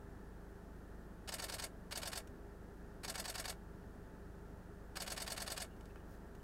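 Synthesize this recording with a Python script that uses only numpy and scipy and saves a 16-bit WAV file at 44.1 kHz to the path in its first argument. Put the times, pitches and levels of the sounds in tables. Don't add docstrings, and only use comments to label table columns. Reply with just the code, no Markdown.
import sys
import numpy as np
from scipy import signal
from scipy.fft import rfft, irfft
from scipy.io import wavfile

SR = 44100
rng = np.random.default_rng(int(sys.argv[2]) if len(sys.argv) > 2 else 0)


def inscribe(sig):
    pcm = np.round(np.clip(np.atleast_2d(sig).T, -1, 1) * 32767)
    wavfile.write(sys.argv[1], SR, pcm.astype(np.int16))


N = 283563


def gain_of(db):
    return 10 ** (np.asarray(db) / 20)


def evened(x):
    return x / np.sqrt(np.mean(x ** 2) + 1e-20)


def read(points, hz):
    f, value = np.transpose(points)
    return np.interp(np.log(hz + 1), np.log(f + 1), value)


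def add(mix, start_s, sound):
    part = mix[max(round(start_s * SR), 0):][:len(sound)]
    part += sound[:len(part)]


def noise(colour):
    hz = np.fft.rfftfreq(N, 1 / SR)
    spectrum = rfft(rng.standard_normal(N)) * gain_of(read(colour, hz))
    return evened(irfft(spectrum, N))


def drift(rate_hz):
    hz = np.fft.rfftfreq(N, 1 / SR)
    spectrum = rfft(rng.standard_normal(N)) * np.exp(-(hz / rate_hz) ** 2) * (hz > 0)
    return evened(irfft(spectrum, N))


IDLE_HZ = 25.38
# multiple of the lowest line, level/dB rms
IDLE_ORDERS = [(1, -63), (2, -58), (3, -64), (4, -66.5), (5, -83), (6, -73.5), (7, -66), (8, -73)]


def engine_boom(speed_wander=0.0032, throb_db=0.74):
    turns = np.cumsum(IDLE_HZ * (1 + speed_wander * drift(2.8))) / SR
    boom = np.zeros(N)
    for multiple, db in IDLE_ORDERS:
        level = gain_of(db + throb_db * drift(4.5))
        boom += level * np.sin(2 * np.pi * (round(multiple) * turns + rng.random()))
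    return np.sqrt(2) * boom


# f/Hz, level/dB rms
WHINES = [(404.2, -68), (672, -79), (874, -77), (1351, -83), (1651, -88)]


def fan_and_belt(whine_wander=.002, whine_flutter_db=2.0):
    spin = np.cumsum(1 + whine_wander * drift(6.3)) / SR
    whine = np.zeros(N)
    for hz, db in WHINES:
        level = gain_of(db + whine_flutter_db * drift(7.6))
        whine += level * np.sin(2 * np.pi * hz * spin)
    return np.sqrt(2) * whine


WASH_DB = -56.5
# f/Hz, relative density/dB
WASH = [(20, -7.5), (60, 5), (120, -0.5), (190, 3), (270, -0.5), (410, -0.5), (500, -6), (660, -7.5),
        (900, -11), (1080, -14), (1450, -12), (1820, -14), (2100, -26), (3500, -31), (8000, -33.5),
        (15500, -36.5)]


def air_wash():
    return gain_of(WASH_DB) * noise(WASH)


def idle():
    return engine_boom() + fan_and_belt() + air_wash()


FRAME_S = 0.09995
MIRROR_LEAD_S, FIRST_LEAD_S = 0.0375, 0.0452
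# first shutter run t/s, frames
BURSTS = [(1.3193, 4), (1.9533, 3), (3.0770, 5), (4.9994, 7)]


def frame_times():
    rise_s, shutter_s = [], []
    for start_s, count in BURSTS:
        for k in range(count):
            run_s = start_s + k * FRAME_S
            lead_s = MIRROR_LEAD_S if k else FIRST_LEAD_S
            rise_s.append(run_s - lead_s)
            shutter_s.append(run_s)
    return rise_s, shutter_s


# f/Hz, width/Hz, lift/dB (negative is a dip)
BODY = [(564, 29, 1.5), (744, 210, 6.5), (1076, 58, 5), (1367, 75, 4), (1777, 110, 5.5), (2226, 110, 8),
        (2456, 47, 6), (2684, 120, 5), (2944, 196, 9), (3596, 430, 6.5), (4140, 27, 4.5), (4480, 230, 7),
        (5030, 420, 3), (5450, 160, 5.5), (5810, 120, 4.5), (6590, 350, 8), (8060, 690, 4), (9100, 100, -3),
        (12800, 570, 4)]


def camera_response(colour, tilt_db=0, size=4096):
    hz = abs(np.fft.fftfreq(size, 1 / SR))
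    db = read(colour, hz) + tilt_db * np.log2(np.maximum(hz, 500))
    for f, width, lift in BODY:
        db = db + lift / (1 + (2 * (hz - f) / width) ** 2)
    log_spectrum = np.conj(signal.hilbert(np.log(gain_of(db))))
    response = np.fft.ifft(np.exp(log_spectrum)).real[:size // 2]
    return response / np.linalg.norm(response)


def chatter(t, decay_ms, rise_ms=.6):
    ms = 1000 * t
    return rng.standard_normal(len(t)) * (1 - np.exp(-ms / rise_ms)) * np.exp(-ms / decay_ms)


# f/Hz, share of power
ALIKE = [(600, .95), (1500, .8), (4500, .7), (12000, .5)]


def movement(times, blows, colour, scatter_db=.5, scatter_ms=.08, size=2048):
    t, out = np.arange(size) / SR, np.zeros(N)
    alike = read(ALIKE, np.fft.rfftfreq(size, 1 / SR))
    for delay_ms, db, decay_ms in blows:
        habit = rfft(chatter(t, decay_ms))
        for start_s in times:
            late, hard = rng.standard_normal(2)
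            fresh = rfft(chatter(t, decay_ms))
            blow = irfft(np.sqrt(alike) * habit + np.sqrt(1 - alike) * fresh)
            at_s = start_s + (delay_ms + scatter_ms * late) / 1000
            add(out, at_s, gain_of(db + scatter_db * hard) * blow)
    return signal.oaconvolve(out, camera_response(colour))[:N]


# delay from its start/ms, level/dB, decay time/ms
RISE_BLOWS = [(1.212, -47, 9.6), (4.994, -45.5, 4.8), (9.48, -46, 8.3), (14.83, -37, 3.64),
              (16.51, -39, 5.54), (20.49, -47, 3.9), (29.2, -55.5, 3.6)]
# f/Hz, relative level/dB
RISE_COLOUR = [(150, -35), (280, -11), (400, -16), (600, 1), (1000, -7), (1600, -0.5), (2400, -7),
               (3300, -9.5), (4600, -4), (6500, -13), (8700, -6.5), (12500, -14.5), (15500, -22.5)]


def mirror_rise(rise_s):
    return movement(rise_s, RISE_BLOWS, RISE_COLOUR)


# delay from the shutter run/ms, level/dB, decay time/ms
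SHUTTER_BLOWS = [(0.2, -46.5, 7.1), (4.0, -42, 7.3), (10.3, -45, 4.4), (14.5, -49, 10.6)]
# f/Hz, relative level/dB
SHUTTER_COLOUR = [(150, -22), (400, -31), (600, -11), (1000, -5.5), (1600, 1.5), (2400, -6), (3300, -7.5),
                  (4600, 1.5), (6500, -5), (8700, -5.5), (12500, -11), (15500, -15)]


def shutter_run(shutter_s):
    return movement(shutter_s, SHUTTER_BLOWS, SHUTTER_COLOUR)


# delay from the shutter run/ms, f/Hz, level/dB, t60/s
RINGS = [(0.5, 900, -51, 0.077), (4.29, 5000, -52.5, 0.052), (4.23, 8037, -44, 0.034),
         (4.22, 735, -50, 0.088), (19.34, 570, -45.5, 0.054), (19.4, 668, -47, 0.049),
         (22.3, 8880, -48, 0.032), (35.99, 670, -48, 0.066), (45.7, 8040, -54.5, 0.021),
         (45.3, 7100, -56, 0.02), (48.27, 620, -52, 0.053)]


def ringing(shutter_s, scatter_db=1.0, detune=0.0027, scatter_ms=.08, size=8192):
    t, out = np.arange(size) / SR, np.zeros(N)
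    for run_s in shutter_s:
        for delay_ms, hz, db, t60 in RINGS:
            hard, off, late = rng.standard_normal(3)
            level = gain_of(db + scatter_db * hard - 60 * t / t60)
            ring = level * np.sin(2 * np.pi * hz * (1 + detune * off) * t)
            add(out, run_s + (delay_ms + scatter_ms * late) / 1000, ring)
    return out


# delay from the shutter run/ms, level/dB, decay time/ms
FALL_BLOWS = [(19.75, -37.5, 3.4), (22.04, -36.5, 3.6), (25.4, -39.5, 4), (30, -44, 5.5)]
# f/Hz, relative level/dB
FALL_COLOUR = [(150, -41), (400, -19), (600, -5), (1000, -14), (1600, -4.5), (2400, -11), (3300, -12),
               (4600, -5), (6500, -11.5), (8700, -3.5), (12500, -10), (15500, -22.5)]


def mirror_fall(shutter_s):
    return movement(shutter_s, FALL_BLOWS, FALL_COLOUR)


# delay from the shutter run/ms, level/dB, decay time/ms
LATCH_BLOWS = [(44.8, -50, 2.8), (49, -48, 4)]
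# f/Hz, relative level/dB
LATCH_COLOUR = [(200, -23), (600, 0), (1400, 7.5), (2500, -4), (4500, -8.5), (6500, -13), (8400, -10.5),
                (12500, -14), (15500, -20)]


def latch(shutter_s):
    return movement(shutter_s, LATCH_BLOWS, LATCH_COLOUR)


def bursts():
    rise_s, shutter_s = frame_times()
    before = mirror_rise(rise_s) + shutter_run(shutter_s)
    after = mirror_fall(shutter_s) + latch(shutter_s)
    return before + after + ringing(shutter_s)


def cabin(x, wet_db=-12, t60=0.1, gap_s=.004, size=6000):
    t = np.arange(size) / SR
    sparse = rng.standard_normal(size) * (rng.random(size) < .1)
    taps = sparse * (t > gap_s) * gain_of(-60 * t / t60)
    reflections = signal.oaconvolve(x, taps / np.linalg.norm(taps))[:N]
    return x + gain_of(wet_db) * reflections


def tap(db, decay_ms, colour, tilt_db=0, size=2048):
    impact = chatter(np.arange(size) / SR, decay_ms)
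    return gain_of(db) * signal.fftconvolve(impact, camera_response(colour, tilt_db))


# t/s, level/dB, decay time/ms, tilt above 500 Hz/dB per octave
TICKS = [(2.273, -56, 4, 1), (5.765, -68, 4, 0), (5.808, -58.5, 4, -1.5), (5.855, -59.5, 5, -1),
         (5.907, -68, 4, -6), (6.350, -63.5, 5, 1)]
# f/Hz, relative level/dB
TICK_COLOUR = [(300, -20), (1200, -3), (2400, 0), (5000, -3), (9000, -1), (15500, -12)]


def ticks():
    out = np.zeros(N)
    for start_s, db, decay_ms, tilt_db in TICKS:
        add(out, start_s, tap(db, decay_ms, TICK_COLOUR, tilt_db))
    return out


# middle t/s, peak level/dB, length/s
SLIDES = [(5.858, -81, 0.68), (6.13, -72, 0.15), (6.4, -81, .3)]
# f/Hz, relative level/dB
RUSTLE_COLOUR = [(500, -15), (2800, -13), (5000, -7), (8000, -10), (11500, -10), (15500, -8)]


def rustle():
    sliding = np.zeros(N)
    for middle_s, db, length_s in SLIDES:
        swell = gain_of(db) * np.hanning(int(length_s * SR))
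        add(sliding, middle_s - length_s / 2, swell)
    return sliding * noise(RUSTLE_COLOUR)


# start t/s, f/Hz, level/dB rms over the rub, length/s
RUBS = [(5.68, 2850, -81, .1), (5.885, 2650, -77, .04), (5.96, 2500, -75, .025), (5.985, 2900, -82, .04),
        (6.39, 2950, -81, .035)]


def rubbing(width_hz=130):
    out, r = np.zeros(N), np.exp(-np.pi * width_hz / SR)
    for start_s, hz, db, length_s in RUBS:
        friction = rng.standard_normal(SR // 4)
        poles = [1, -2 * r * np.cos(2 * np.pi * hz / SR), r * r]
        rub = signal.lfilter([1, 0, -1], poles, friction)[:int(length_s * SR)]
        add(out, start_s, gain_of(db) * evened(rub * np.hanning(len(rub))))
    return out


# t/s, level/dB, decay time/ms
KNOCK = (5.958, -50, 3)
# f/Hz, relative level/dB
KNOCK_COLOUR = [(300, -22), (900, -3), (1600, 0), (2500, -10), (3500, -23), (9000, -28), (15500, -40)]


def body_knock():
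    out = np.zeros(N)
    start_s, db, decay_ms = KNOCK
    add(out, start_s, tap(db, decay_ms, KNOCK_COLOUR))
    return out


def scene():
    handling = ticks() + rustle() + rubbing() + body_knock()
    return (idle() + cabin(bursts() + handling))[None]


EDGE_HZ = 15850


def record(dry):
    low_pass = signal.firwin(511, EDGE_HZ, window=("kaiser", 9), fs=SR)
    return signal.oaconvolve(dry, low_pass[None], "same")


dry = scene()
out = record(dry)
inscribe(out)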